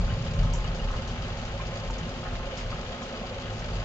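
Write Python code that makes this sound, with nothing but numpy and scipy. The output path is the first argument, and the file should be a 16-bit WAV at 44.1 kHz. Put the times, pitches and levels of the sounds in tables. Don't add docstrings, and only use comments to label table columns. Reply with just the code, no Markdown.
import sys
import numpy as np
from scipy import signal
from scipy.fft import rfft, irfft, next_fast_len
from scipy.io import wavfile
from scipy.ndimage import uniform_filter1d

SR = 44100
rng = np.random.default_rng(int(sys.argv[2]) if len(sys.argv) > 2 else 0)


def store_wav(level_fs):
    pcm = np.round(np.clip(np.atleast_2d(level_fs), -1, 1) * 32767)
    wavfile.write(sys.argv[1], SR, pcm.T.astype(np.int16))


def volts(x):
    e = np.asarray(x, float) / 20
    return 10 ** e


N = 169344

# f/Hz, level per Hz/dB
RAIN_COLOUR = [(110, -29), (190, 0.5), (253, -0.5), (303, -10), (546, -3), (970, -14.5), (1060, -16),
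               (2920, -17), (7000, -30), (9100, -65.5), (15400, -120)]


def rms_one(x):
    return x / np.sqrt(np.mean(x ** 2) + 1e-20)


def at_hz(points, hz):
    table = np.array(points)
    return np.interp(np.log(hz), np.log(table[:, 0]), table[:, 1])


def drift(rate_hz):
    hop = 40
    r = np.exp(-2 * np.pi * rate_hz * hop / SR)
    settle = 2000
    slow = signal.lfilter([1], [1, -2 * r, r * r], rng.standard_normal(N // hop + settle + 2))[settle:]
    return np.interp(np.arange(N) / hop, np.arange(len(slow)), rms_one(slow))


def band(x, low_hz, high_hz):
    edges = [low_hz, min(high_hz, .45 * SR)]
    return signal.sosfilt(signal.butter(2, edges, "band", fs=SR, output="sos"), x)


def pan(pan_db):
    return volts(pan_db / 2 * np.array([[1], [-1]]))


def far_rain():
    level_db, patchy_db = -39, 0.78
    out, together = 0, drift(8)
    edges = 150 * 2 ** np.arange(0, 6.1, .5)
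    white = rng.standard_normal((2, 2, N))
    for k, (low, high) in enumerate(zip(edges, edges[1:])):
        flicker_db = patchy_db * (0.2 * together + drift(28))
        colour_db = at_hz(RAIN_COLOUR, np.sqrt(low * high))
        out = out + band(white[k % 2], low, high) * volts(colour_db + flicker_db)
    return volts(level_db) * rms_one(out)


def patter():
    drops_per_s, level_db, spread_db, t60_s = 450, -47, 2, 0.045
    out, t = 0, np.arange(SR // 4) / SR
    sizes = volts(spread_db * np.minimum(rng.exponential(size=N), 4))
    hits = sizes * (rng.random(N) < drops_per_s / SR)
    dealt = rng.integers(0, 8, N)
    for k, hz in enumerate(np.geomspace(900, 7000, num=8)):
        noise = rng.standard_normal((2, len(t)))
        tail = band(noise, hz / 1.7, hz * 1.76) * volts(-60 * t / t60_s)
        clicks = (hits * (dealt == k))[None]
        out = out + volts(1.54 * at_hz(RAIN_COLOUR, hz)) * signal.fftconvolve(clicks, tail)[:, :N]
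    return volts(level_db) * rms_one(out)


def thunder():
    # t/s, level/dB, upper rumble against lower/dB
    swells = [(0.0, -23, 7), (0.04, -29.5, -4), (0.1, -24.5, 0), (0.2, -32.5, 7.5), (0.35, -29, 0.5),
              (0.39, -25.5, 2.5), (0.79, -35, -1.5), (0.85, -29, -6.5), (1.03, -33.5, -1), (1.85, -35.5, 4),
              (1.87, -34.5, 0.5), (2.26, -37.5, 2), (2.32, -31.5, -2.5), (2.57, -40, -1), (2.64, -32.5, -2),
              (3.04, -43, 0), (3.79, -34, 0.5), (3.84, -34.5, -8)]
    # f/Hz, width/Hz, level/dB
    modes = [(21.8, 5.5, -18.5), (41, 18.7, 2), (69.7, 22, -4), (104.2, 40, -0.5), (131, 30, -8),
             (161.3, 26, -7.5), (197, 31, -35)]
    s, level_db, upper_db = np.transpose(swells)
    t, out = np.arange(N) / SR, 0
    roll_db, tilt_db = np.interp(t, s, level_db), np.interp(t, s, upper_db)
    for hz, width, db in modes:
        r = np.exp(-np.pi * width / SR)
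        resonator = [0.98, 0, -1, 1, -2 * r * np.cos(2 * np.pi * hz / SR), r * r]
        noise = signal.sosfilt([resonator] * 2, rng.standard_normal((2, N + SR)))[:, SR:]
        noise = noise / uniform_filter1d(noise ** 2, size=SR // 9) ** .45
        out = out + rms_one(noise) * volts(db - 6 + roll_db + np.log2(hz / 70) * tilt_db)
    return signal.sosfilt(signal.butter(4, 257, fs=SR, output="sos"), out)


def booms():
    # t/s, peak level/dB, f/Hz, time to fall 60 dB/s
    arrivals = [(-.017, -12.5, 44.4, .3), (0.059, -28.5, 43.2, .5), (.25, -28, 103, 0.25),
                (0.291, -26.5, 160, 0.17), (0.372, -21, 40.7, .9), (.371, -25, 95.3, 0.36),
                (.38, -27.5, 159.5, 0.41), (.47, -28, 41, .5), (.74, -36, 161, .3),
                (0.579, -29.5, 109.8, 0.26), (.63, -22.5, 42.8, 0.46), (.67, -32, 166.3, .3),
                (.832, -27.5, 43.9, 0.33), (1.17, -31.5, 105.4, 0.39), (1.3, -32.5, 110.2, 0.31),
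                (1.549, -26, 45.4, 0.35), (1.599, -36, 105.5, 0.39), (1.86, -23, 43.3, 0.46),
                (1.95, -33.5, 47.4, .4), (2.02, -29.5, 162, 0.26), (2.11, -39, 247.6, 0.3),
                (2.286, -32.5, 43.8, 0.49), (2.408, -34, 48.3, 0.24), (2.641, -34, 111.2, 0.42),
                (2.661, -34.5, 161.3, 0.22), (3.15, -44, 42.7, 0.36), (3.31, -36.5, 97, 0.28),
                (3.37, -36, 42.6, 0.39), (3.461, -29, 103, 0.32), (3.68, -24.5, 48, 0.45),
                (3.7, -39, 160.5, 0.67), (3.748, -30.5, 106.8, 0.35)]
    rise_cycles, trim_db = 1.72, 4
    out = np.zeros((2, N))
    for s, db, hz, t60 in arrivals:
        t = np.maximum(np.arange(N) / SR - s, 0)
        swell = 1 - np.exp(-t * hz / rise_cycles)
        fall = volts(db + trim_db - 60 * t / max(t60, .1))
        out[0] += np.sin(2 * np.pi * hz * t) * swell * fall
    return out


def mains_hum():
    hum_hz, level_db = 360.8, -56
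    strength = volts(level_db + 0.28 * drift(3.5) + np.array([[-1.5], [1.5]]))
    return strength * np.sqrt(2) * np.sin(2 * np.pi * hum_hz * np.arange(N) / SR)


def ringing(rows, trim_db, rise_s, t60_s):
    out, t = np.zeros((2, N + SR)), np.arange(SR // 4) / SR
    envelope = (1 - np.exp(-t / rise_s)) * volts(-60 * t / t60_s)
    for s, db, hz, pan_db in rows:
        main = np.sin(2 * np.pi * hz * t)
        neighbour = np.sin(2 * np.pi * (hz * rng.uniform(0.79, 1.05) * t + rng.random()))
        tone = (main + 0.35 * neighbour) * envelope
        i = int((s - .004) * SR)
        out[:, i:i + len(t)] += tone * volts(db + trim_db) * pan(pan_db)
    return out[:, :N]


def sill_pings():
    # t/s, peak level/dB, f/Hz, left over right/dB
    drips = [(.0997, -40.5, 2970, 10), (.266, -41, 3100, 5), (.938, -41, 1254, -1), (0.77, -42, 980, 4),
             (1.9, -31, 890, -3), (3.24, -31, 740, -1), (3.1, -46, 2800, 4), (0.077, -44, 1440, -2),
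             (.646, -38, 2900, 13), (.649, -35, 1050, -7), (.796, -37, 2850, 11), (0.54, -33, 950, -8),
             (.98, -44, 2860, 3), (0.84, -53, 2920, 6), (0.97, -44, 2870, 10), (1.2401, -40, 3100, 5),
             (1.2366, -53, 1290, -11), (1.606, -41, 2400, 17), (1.6003, -33, 1060, -4), (3.5, -45, 2870, 1),
             (2, -51, 5240, 0), (3.4565, -45, 2870, 4)]
    return ringing(drips, trim_db=1, rise_s=.004, t60_s=.07)


def heavy_drops(rows, trim_db, spread, crack_db):
    attack_s, hold_s, crack_t60_s = 0.00067, 0.0056, 0.01
    out, t = np.zeros((2, N + SR)), np.arange(SR // 3) / SR
    for s, db, hz, pan_db, t60 in rows:
        noise = rng.standard_normal((2, len(t)))
        noise[1] = 0.42 * noise[0] + 0.85 * noise[1]
        wide = spread ** min(1, (4600 / hz) ** 2)
        rise = 1 - np.exp(-t / attack_s)
        fall = volts(-60 * np.maximum(t - hold_s, 0) / max(t60, .02))
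        crack = 1 + volts(crack_db - 60 * t / crack_t60_s)
        burst = rms_one(band(noise, hz / wide, hz * wide)) * rise * fall * crack
        i = int(s * SR)
        out[:, i:i + len(t)] += burst * volts(db + trim_db) * pan(pan_db)
    return out[:, :N]


def frame_knocks():
    # t/s, peak level/dB, centre f/Hz, left over right/dB, time to fall 60 dB/s
    thuds = [(.099, -30, 1520, -2, 0.078), (.262, -30.5, 2900, 6, 0.043), (.43, -32, 1200, 3, 0.075),
             (.903, -31.5, 1000, -1, 0.15), (.933, -27.5, 1200, 1, 0.14), (1.389, -39, 2500, 0, 0.11),
             (2.251, -29.5, 1600, -1, 0.17), (2.256, -27, 810, 1.5, 0.066), (2.588, -30, 2500, 9, 0.067),
             (2.6, -33, 1110, -3, 0.13), (2.722, -29.5, 1100, 5, 0.076), (3.172, -37, 1300, 3, 0.1),
             (3.235, -30, 850, -1, 0.1), (3.456, -34.5, 2800, 8, 0.088)]
    return heavy_drops(thuds, trim_db=-13.5, spread=1.25, crack_db=-5.5)


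def pane_thumps():
    # t/s, peak level/dB, f/Hz, left over right/dB
    big_drops = [(0.164, -35, 551, -4.5), (0.252, -28, 552, -0.5), (0.37, -28.5, 569, -4),
                 (0.793, -36, 494, -4), (0.992, -30, 539, 0.0), (2.085, -33, 534, 0.5),
                 (2.233, -26.5, 517, -1), (2.375, -26.5, 535, -1.0), (2.469, -29.5, 560, -7),
                 (2.525, -26.5, 531, -2), (2.899, -30, 535, 3), (3.232, -31, 558, -4),
                 (3.309, -29, 510, -2), (3.366, -26, 552, 0), (3.443, -35, 544, -2), (3.65, -41, 557, -1.0)]
    return ringing(big_drops, trim_db=-1, rise_s=0.0072, t60_s=0.098)


def glass_splats():
    # t/s, peak level/dB, centre f/Hz, left over right/dB, time to fall 60 dB/s
    splashes = [(.253, -38, 4000, 1.5, 0.13), (.335, -41, 6100, 2.5, 0.16), (.432, -38, 5000, 0, 0.17),
                (.5342, -30, 6700, -2.5, 0.25), (.746, -40.5, 4900, 9, 0.25), (.912, -41, 5040, 1, 0.6),
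                (1.076, -37, 4940, 2, 0.35), (1.371, -38.5, 5500, 2, 0.17), (1.451, -38, 5340, 3, 0.097),
                (1.55, -50, 5000, 3, 0.11), (1.668, -39, 4950, 1, 0.045), (1.756, -45, 6460, -10, 0.13),
                (1.8, -50.5, 6400, 18, 0.05), (1.9056, -38.5, 6540, -2, 0.098),
                (1.9824, -37, 5800, 1, 0.093), (2.0916, -42.5, 6600, 8.5, 0.065),
                (2.573, -32, 4830, -1, 0.3), (2.553, -44, 5000, 5, 0.1), (2.765, -50, 5340, -11, 0.034),
                (3.028, -36.5, 4940, 3, 0.15), (3.529, -43, 5770, 8, 0.15), (3.5922, -37.5, 5300, -1, 0.15),
                (3.698, -45, 5270, 2, 0.027), (3.7908, -51, 6000, 3, 0.05)]
    return heavy_drops(splashes, trim_db=-12, spread=1.51, crack_db=7)


def room(x):
    # f/Hz, width/Hz, boost/dB
    peaks = [(247.4, 53, 5.5), (292, 40.4, -22), (446, 13, 1), (477.4, 18, -5.5), (542, 35, 5),
             (700, 51, 1), (865, 55, 4), (1260, 30, 5), (1000, 25, -7.5), (1051, 24, 9.5), (1350, 570, 2),
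             (2900, 74, 1), (3220, 20, 0), (1125, 18, 2.5)]
    for hz, width, db in peaks:
        a, w = volts(db / 2), 2 * np.pi * hz / SR
        q = np.sin(w) * width / hz / 2
        middle = -2 * np.cos(w)
        x = signal.lfilter([1 + q * a, middle, 1 - q * a], [1 + q / a, middle, 1 - q / a], x)
    return x


def pair(x):
    # f/Hz, likeness from 0 to 1
    likeness = [(40, .97), (70, .99), (180, .995), (350, .975), (700, .91), (1400, .5), (2800, .12),
                (8000, .1)]
    # f/Hz, left over right/dB
    balance = [(60, 0.5), (250, -1), (1000, -0.5), (1600, -2), (2900, 7.5), (4500, 2.5), (6500, -1.5),
               (8000, -7.5)]
    # f/Hz, lead/s
    left_lead = [(100, .0002), (300, .00015), (600, .00013), (1000, .00011), (2000, .00015)]
    size = next_fast_len(N + 4096)
    hz = np.maximum(np.arange(size // 2 + 1) * SR / size, 1)
    mid, side = rfft(x, size)
    alike = np.clip(at_hz(likeness, hz), 0, 1)
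    lean = volts(at_hz(balance, hz) / 2)
    shared, own = np.sqrt(1 + alike) * mid, np.sqrt(1 - alike) * side
    left = (shared + own) * lean * np.exp(2j * np.pi * hz * at_hz(left_lead, hz))
    right = (shared - own) / lean
    return irfft(np.array([left, right]) / np.sqrt(2), size)[:, :N]


def scene():
    rain = room(far_rain() + patter())
    storm = pair(rain + thunder() + booms())
    heavy = room(frame_knocks() + glass_splats())
    rings = sill_pings() + pane_thumps()
    return storm + heavy + rings + mains_hum()


def band_limit(x):
    return signal.sosfilt(signal.butter(12, 8950, fs=SR, output="sos"), x)


def record(dry):
    # f/Hz, level/dB
    top_end = [(6900, 0.5), (7200, -1), (7500, -3.5), (7800, -12.5), (8100, -16.5), (8800, -27.5),
               (9200, -77.5)]
    hiss_db, hiss_top_hz = -64.5, 7820
    both = np.concatenate([dry, dry[:, ::-1]], axis=1)
    hz = np.maximum(np.arange(N + 1) * SR / N / 2, 1)
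    dulled = irfft(rfft(both) * volts(at_hz(top_end, hz)))[:, :N]
    low_pass = signal.butter(8, hiss_top_hz, fs=SR, output="sos")
    hiss = signal.sosfilt(low_pass, rng.standard_normal((2, N)))
    return band_limit(dulled + volts(hiss_db) * hiss)


dry = scene()
out = record(dry)
store_wav(out)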